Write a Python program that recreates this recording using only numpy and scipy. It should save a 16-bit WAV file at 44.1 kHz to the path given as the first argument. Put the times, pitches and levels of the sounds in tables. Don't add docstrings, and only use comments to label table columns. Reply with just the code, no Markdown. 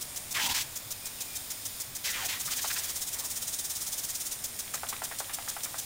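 import sys
import numpy as np
from scipy import signal
from scipy.fft import rfft, irfft, next_fast_len
from scipy.io import wavfile
from scipy.ndimage import map_coordinates

SR = 44100
rng = np.random.default_rng(int(sys.argv[2]) if len(sys.argv) > 2 else 0)


def to_wav(sig):
    pcm = np.clip(np.atleast_2d(sig), -1, 1) * 32767
    pcm = np.round(pcm).astype(np.int16)
    wavfile.write(sys.argv[1], SR, pcm.T)


N = 257984

# freq_hz, level_db
MUZZLE_SPLATTER = [(100, -27), (500, -19), (900, -11.5), (2000, -4), (4000, -2), (6000, -2), (8000, -4.5),
                   (10000, -9.5), (12500, -10), (15500, -10)]
SHAKE_START_S = 4.7391


def amp(db):
    return 10 ** (np.asarray(db) / 20)


def unit(x):
    return x / np.sqrt(np.mean(np.abs(x) ** 2) + 1e-20)


def along(points, hz):
    freqs, values = np.transpose(points)
    return np.interp(np.log(hz + 1), np.log(freqs + 1), values)


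def clock():
    return np.arange(N) / SR


def wobble(rate):
    return map_coordinates(rng.standard_normal(int(N * rate / SR) + 4), [clock() * rate])


def filtered(x, response):
    size = next_fast_len(N + 8192)
    return irfft(rfft(x, size) * response(np.fft.rfftfreq(size, 1 / SR)), size)[:N]


def spray(spectrum, grain_db):
    drops = rng.standard_normal(N) * amp(grain_db * np.repeat(rng.standard_normal(N // 16 + 1), 16)[:N])
    return unit(filtered(drops, lambda hz: amp(along(spectrum, hz))))


def gate(start, end, edge_s):
    i = np.arange(max(0, int((start - 2 * edge_s) * SR)), min(N, int((end + 2 * edge_s) * SR)))
    ramp = lambda s: np.clip(.5 + .5 * s / edge_s, 0, 1)
    return i, ramp(i / SR - start) * ramp(end - i / SR)


def gushes(rows, edge_s):
    out = np.zeros(N)
    for start, end, db, sag in rows:
        i, shape = gate(start, end, edge_s)
        out[i] += shape * amp(db - sag * (i / SR - start))
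    return out


def phase(i, start, end, from_hz, to_hz):
    return 2 * np.pi * np.cumsum(np.interp(i / SR, [start, end], [from_hz, to_hz])) / SR


def churn(width_hz):
    lowpass = lambda hz: 1 / (1 + (hz / width_hz) ** 2)
    return unit(filtered(rng.standard_normal(N), lowpass) + 1j * filtered(rng.standard_normal(N), lowpass))


def resonate(rows, width_hz, edge_s):
    drive, out = churn(width_hz), np.zeros(N)
    for start, end, db, hz in rows:
        i, shape = gate(start, end, edge_s)
        ring = np.real(drive[i] * np.exp(1j * phase(i, start, end, hz, hz)))
        out[i] += amp(db) * shape * unit(ring)
    return out


def hollow(hz, width_hz):
    return unit(np.real(churn(width_hz) * np.exp(2j * np.pi * np.cumsum(hz) / SR)))


def jet_course():
    # time_s, level_db, side_share (0 thin, 1 broad)
    course = [(0, -41.7, .9), (.7, -42.7, .6), (.9, -43, 0), (1.3, -41, 0.12), (1.8, -40.5, 0.1),
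              (1.93, -44.5, 0.04), (2.1, -40, 0), (2.6, -37.3, .03), (3.2, -39.8, 0.87), (4.1, -39.9, 1),
              (4.5, -41, 1), (5.85, -40.5, .6)]
    s, db, side = np.transpose(course)
    return np.interp(clock(), s, db), np.clip(np.interp(clock(), s, side), 0, 1)


def jet():
    # freq_hz, level_db
    thin_spectrum = [(400, -13), (1500, -9.5), (2800, -8.5), (3600, -1), (4200, -4.5), (5000, -2.5),
                     (6100, -4.5), (7000, -0.5), (8100, -4.5), (8800, -1.5), (9600, -2.5), (12000, -4.5),
                     (14000, -3), (15500, -3)]
    broad_spectrum = [(400, -21), (1500, -11.5), (2800, -12), (3500, -3.5), (4400, -7), (5200, -2),
                      (6100, -5), (7100, 0), (7900, -4), (8700, 2.5), (9500, -1.5), (10500, -2.5),
                      (12300, -6), (15500, -5)]
    # start_s, end_s, level_db, pitch_hz
    whistles = [(0, .3, -55, 8700), (.9, 1.9, -51.5, 8800), (.9, 1.9, -56.5, 5080), (3.5, 4.6, -55, 9350)]
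    db, side = jet_course()
    level = amp(db + .28 * wobble(7.1))
    whistle = resonate(whistles, width_hz=290, edge_s=.1)
    thin = np.sqrt(1 - side) * spray(thin_spectrum, grain_db=.5)
    broad = np.sqrt(side) * spray(broad_spectrum, grain_db=2.5)
    return whistle + level * (thin + broad)


def neighbourhood():
    # freq_hz, level_db
    wash_spectrum = [(20, -2), (50, -3.5), (75, -1.5), (97, 0), (125, -3), (170, -6), (260, -5.5),
                     (400, -10.5), (700, -7), (1400, -12.5), (2300, -8.5), (3000, -14), (8000, -34)]
    # start_s, end_s, level_db, pitch_hz
    swells = [(.05, 0.9, -59, 119.4), (.78, 1.04, -57, 113.8), (1.02, 3.7, -62.5, 93)]
    hum = resonate(swells, width_hz=13, edge_s=.06)
    return hum + amp(-51 + .61 * wobble(3.03)) * spray(wash_spectrum, grain_db=1)


def arm(follow_jet=.6, scatter_db=.3, trail_db=-8, trail_t60_s=.051):
    # first_s, last_s, period_s, level_db
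    sweeps = [(.0215, 2.409, .149, -30), (2.465, 2.9, .0555, -30.8), (2.967, 3.429, .058, -30.3),
              (3.486, 4.325, .056, -29.8), (4.450, 5.793, .149, -29)]
    # freq_hz, level_db
    spurt_spectrum = [(300, -18), (1500, -16.5), (2700, -15), (3600, -7), (4500, -8.5), (5300, -2),
                      (6500, 0), (8000, -2), (9300, -2.5), (10500, -6.5), (12300, -8), (14200, -8),
                      (15500, -6.5)]
    power, t = np.zeros(N), clock()
    jet_db, _ = jet_course()
    lift_db = follow_jet * (jet_db - jet_db.mean())
    for first, last, period, sweep_db in sweeps:
        dwell_s, edge_s = (.0245, .0072) if period < .1 else (.0215, .0026)
        for s in np.linspace(first, last, round((last - first) / period) + 1):
            db = sweep_db + lift_db[int(s * SR)] + scatter_db * rng.standard_normal()
            start, end = s - dwell_s / 2, s + dwell_s / 2
            i, shape = gate(start, end, edge_s)
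            power[i] += (amp(db) * shape) ** 2
            trail = slice(int(end * SR), int(end * SR) + SR // 8)
            power[trail] += amp(db + trail_db - 60 * (t[trail] - end) / trail_t60_s) ** 2
    flutter = amp(-2 + .78 * wobble(400))
    return np.sqrt(power) * flutter * spray(spurt_spectrum, grain_db=.5)


def mouth(upper_ratio=1.55, teeth_hz=3250, mid_jaw_hz=2530, splatter_db_per_octave=6):
    # start_s, end_s, splatter_db, cavity_db, sag_db_per_s
    mouthfuls = [(.345, 0.475, -31.5, -31, 4), (.491, 0.531, -30.5, -34, 35), (.543, .626, -30.5, -41, 22),
                 (2.044, 2.111, -32.5, -39, 25), (2.128, 2.267, -35.5, -36.5, 16),
                 (2.288, 2.385, -31.8, -33.5, 115), (2.507, 2.546, -34.5, -47, 20),
                 (2.791, 2.925, -42, -48, 15)]
    # time_s, pitch_hz
    jaw_curves = [
        [(.345, 2550), (.392, 1650), (.425, 2750), (.47, 3190), (.51, 2910), (.55, 3797), (.62, 2500)],
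        [(2.06, 3500), (2.09, 2048), (2.14, 2250), (2.2, 1651), (2.3, 2747), (2.38, 1600), (2.52, 3000),
         (2.8, 2000)],
    ]
    # pitch_hz, gain_db
    ring_strength = [(1300, -6), (1900, -0.5), (2700, -.5), (3300, -4.5), (4000, -9)]
    hz = np.interp(clock(), *np.transpose(np.vstack(jaw_curves)))
    ring = hollow(hz, width_hz=640)
    ring += amp(-8) * hollow(hz * upper_ratio, width_hz=480)
    ring += amp(-7.5) * hollow(np.full(N, teeth_hz), width_hz=400)
    cavity = gushes([(start, end, db, sag) for start, end, _, db, sag in mouthfuls], edge_s=.006)
    cavity *= amp(along(ring_strength, hz) - 2.3 + 1.4 * wobble(190))
    splatter = gushes([(start, end, db, sag) for start, end, db, _, sag in mouthfuls], edge_s=.0078)
    splatter *= amp(splatter_db_per_octave * np.log2(hz / mid_jaw_hz) + .6 * wobble(120))
    return cavity * ring + splatter * spray(MUZZLE_SPLATTER, grain_db=2.2)


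def throat():
    # start_s, end_s, level_db, pitch_hz
    chest_boom = [(.41, .53, -49, 260)]
    # time_s, level_db, pitch_hz
    gurgles = [
        [(.355, -44, 1200), (.41, -37.5, 880), (.46, -46, 901), (.475, -36, 870), (.505, -35.5, 930),
         (.52, -43, 918), (.585, -48, 1050)],
        [(2.08, -34, 2200), (2.104, -37, 1848), (2.12, -52, 1500), (2.195, -44, 1080), (2.255, -45.5, 688),
         (2.28, -56, 800), (2.38, -48, 1150)],
    ]
    out = resonate(chest_boom, width_hz=84, edge_s=.004)
    for curve in gurgles:
        s, db, hz = np.transpose(curve)
        i, shape = gate(s[0], s[-1], edge_s=.0036)
        gurgle = hollow(np.interp(clock(), s, hz), width_hz=93)
        out[i] += shape * amp(np.interp(i / SR, s, db)) * unit(gurgle[i])
    return out * amp(-2 + 2.3 * wobble(70))


def paws():
    # start_s, end_s, level_db, pitch_hz
    thuds = [(.505, .53, -42.5, 50), (1.87, 1.94, -56, 137.4), (2.0, 2.05, -67, 130),
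             (2.44, 2.482, -49.5, 147.6)]
    return resonate(thuds, width_hz=22, edge_s=.0127)


def bird():
    # start_s, end_s, level_db, from_hz, to_hz
    notes = [(0.91, .965, -57, 2960, 2270), (1.023, 1.085, -54, 2420, 2470), (1.18, 1.225, -54, 2950, 2290),
             (1.272, 1.365, -54, 2410, 2370)]
    out, waver = np.zeros(N), wobble(90)
    for start, end, db, from_hz, to_hz in notes:
        i, shape = gate(start, end, edge_s=.012)
        whistle = np.sqrt(2) * np.sin(phase(i, start, end, from_hz, to_hz) + .9 * waver[i])
        out[i] += amp(db) * shape * whistle
    return out


def snaps(length_s=.022, upper_ratio=1.6, upper_db=-6, low_cut_hz=560):
    # start_s, cavity_db, cavity_hz, splatter_db
    chomps = [(2.474, -41, 1372, -43), (2.581, -44, 1753, -35), (2.642, -35.5, 750, -32.5),
              (2.699, -37.5, 1645, -32.5), (2.759, -38, 1680, -33.5)]
    modes = [(s, s + length_s, db + gain_db, hz * ratio)
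             for s, db, hz, _ in chomps for ratio, gain_db in [(1, 0), (upper_ratio, upper_db)]]
    plops = resonate(modes, width_hz=300, edge_s=.004)
    plops = filtered(plops, lambda hz: hz ** 4 / (hz ** 4 + low_cut_hz ** 4))
    splash = gushes([(s, s + length_s, db, 0) for s, _, _, db in chomps], edge_s=.0067)
    return amp(-1.5) * plops + splash * spray(MUZZLE_SPLATTER, grain_db=1.5)


def rustle():
    # start_s, end_s, level_db, pitch_hz
    bands = [(3.14, 3.27, -53, 1021), (3.14, 3.23, -54, 1950)]
    return resonate(bands, width_hz=260, edge_s=.02)


def slap_time(slap, gap_s=.09428, quicken_s=.000544):
    return SHAKE_START_S + slap * gap_s - quicken_s * slap ** 2 / 2


def collar(slaps, lag_s=.038, t60_s=.014, fade_db_per_s=4):
    click_spectrum = [(400, -13), (1200, -7), (3600, 8), (6000, -14), (14000, -19)]  # freq_hz, level_db
    clicks, t = np.zeros(N), clock()
    for slap in range(-1, slaps):
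        s = slap_time(slap) + lag_s + .002 * rng.standard_normal()
        db = -34.5 - fade_db_per_s * (s - SHAKE_START_S) + 1.2 * rng.standard_normal()
        i = slice(int(s * SR) + 1, int(s * SR) + SR // 20)
        clicks[i] += amp(db - 60 * (t[i] - s) / t60_s)
    return clicks * spray(click_spectrum, grain_db=0)


def ears(slaps, attack_s=.0008, crack_db=-13, crack_t60_s=.009, smear_t60_s=.1, smear_ratio=1.2):
    # level_db, fade_db_per_s, pitch_hz, smear_db
    ear_pair = [(-25.8, 6, 1340, -5.5), (-20, 4, 775, -13)]
    # pitch_ratio, level_db, t60_s
    modes = [(1, 0, 0.011), (1.8, -0.5, 0.0077), (2.6, -6, .008)]
    # freq_hz, gain_db
    tone = [(250, -15.5), (450, -8), (650, 1), (1500, -.5), (4000, -4), (7000, -12)]
    out, t = np.zeros(N + SR), np.arange(SR // 8) / SR
    fur = churn(width_hz=1350)
    onset = 1 - np.exp(-t / attack_s)
    for slap in range(slaps):
        s = slap_time(slap)
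        at = round(s * SR)
        db, fade, hz, smear_db = ear_pair[slap % 2]
        db -= fade * (s - SHAKE_START_S)
        hz *= 1 + .0303 * rng.standard_normal()
        pop = sum((-1) ** n * amp(mode_db + rng.normal(0, 1) - 60 * t / t60_s)
                  * np.sin(2 * np.pi * hz * ratio * t) for n, (ratio, mode_db, t60_s) in enumerate(modes))
        smear = unit(np.real(np.roll(fur, at)[:len(t)] * np.exp(2j * np.pi * hz * smear_ratio * t)))
        smear *= amp(smear_db - 60 * t / smear_t60_s)
        crack = amp(crack_db - 60 * t / crack_t60_s) * rng.standard_normal(len(t))
        out[at:at + len(t)] += amp(db) * (pop + crack + smear) * onset
    return filtered(out[:N], lambda hz: amp(along(tone, hz)))


def fence(x, diffuse_db=-13, echo_cutoff_hz=9000):
    # freq_hz, t60_s
    decay = [(200, 0.44), (2000, 0.44), (12000, 0.29)]
    # delay_s, level_db
    bounces = [(.0016, -24.5), (.0072, -21.5), (.011, -18)]
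    hz, t, noise = signal.stft(rng.standard_normal(SR // 3), SR, nperseg=256)
    tail = signal.istft(noise * amp(-60 * t / along(decay, hz)[:, None]), SR, nperseg=256)[1]
    delayed = np.pad(x, (SR // 150, 0))
    diffuse = signal.fftconvolve(delayed, tail / np.linalg.norm(tail))[:N]
    taps = lambda f: sum(amp(db) * np.exp(-2j * np.pi * f * delay) for delay, db in bounces)
    echoes = filtered(x, lambda f: taps(f) / (1 + (f / echo_cutoff_hz) ** 2))
    return echoes + amp(diffuse_db) * diffuse


def scene():
    dog = mouth() + snaps() + throat() + rustle() + ears(slaps=12) + collar(slaps=10)
    direct = jet() + arm() + dog + bird()
    mono = direct + fence(direct) + paws() + neighbourhood()
    return np.array([mono, mono])


def record(dry, top_hz=15810):
    # freq_hz, gain_db
    treble = [(12500, -0.5), (14400, 0.5), (15300, 4), (15800, -3)]
    response = lambda hz: amp(along(treble, hz)) * (hz < top_hz)
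    return np.array([filtered(channel, response) for channel in dry])


dry = scene()
out = record(dry)
to_wav(out)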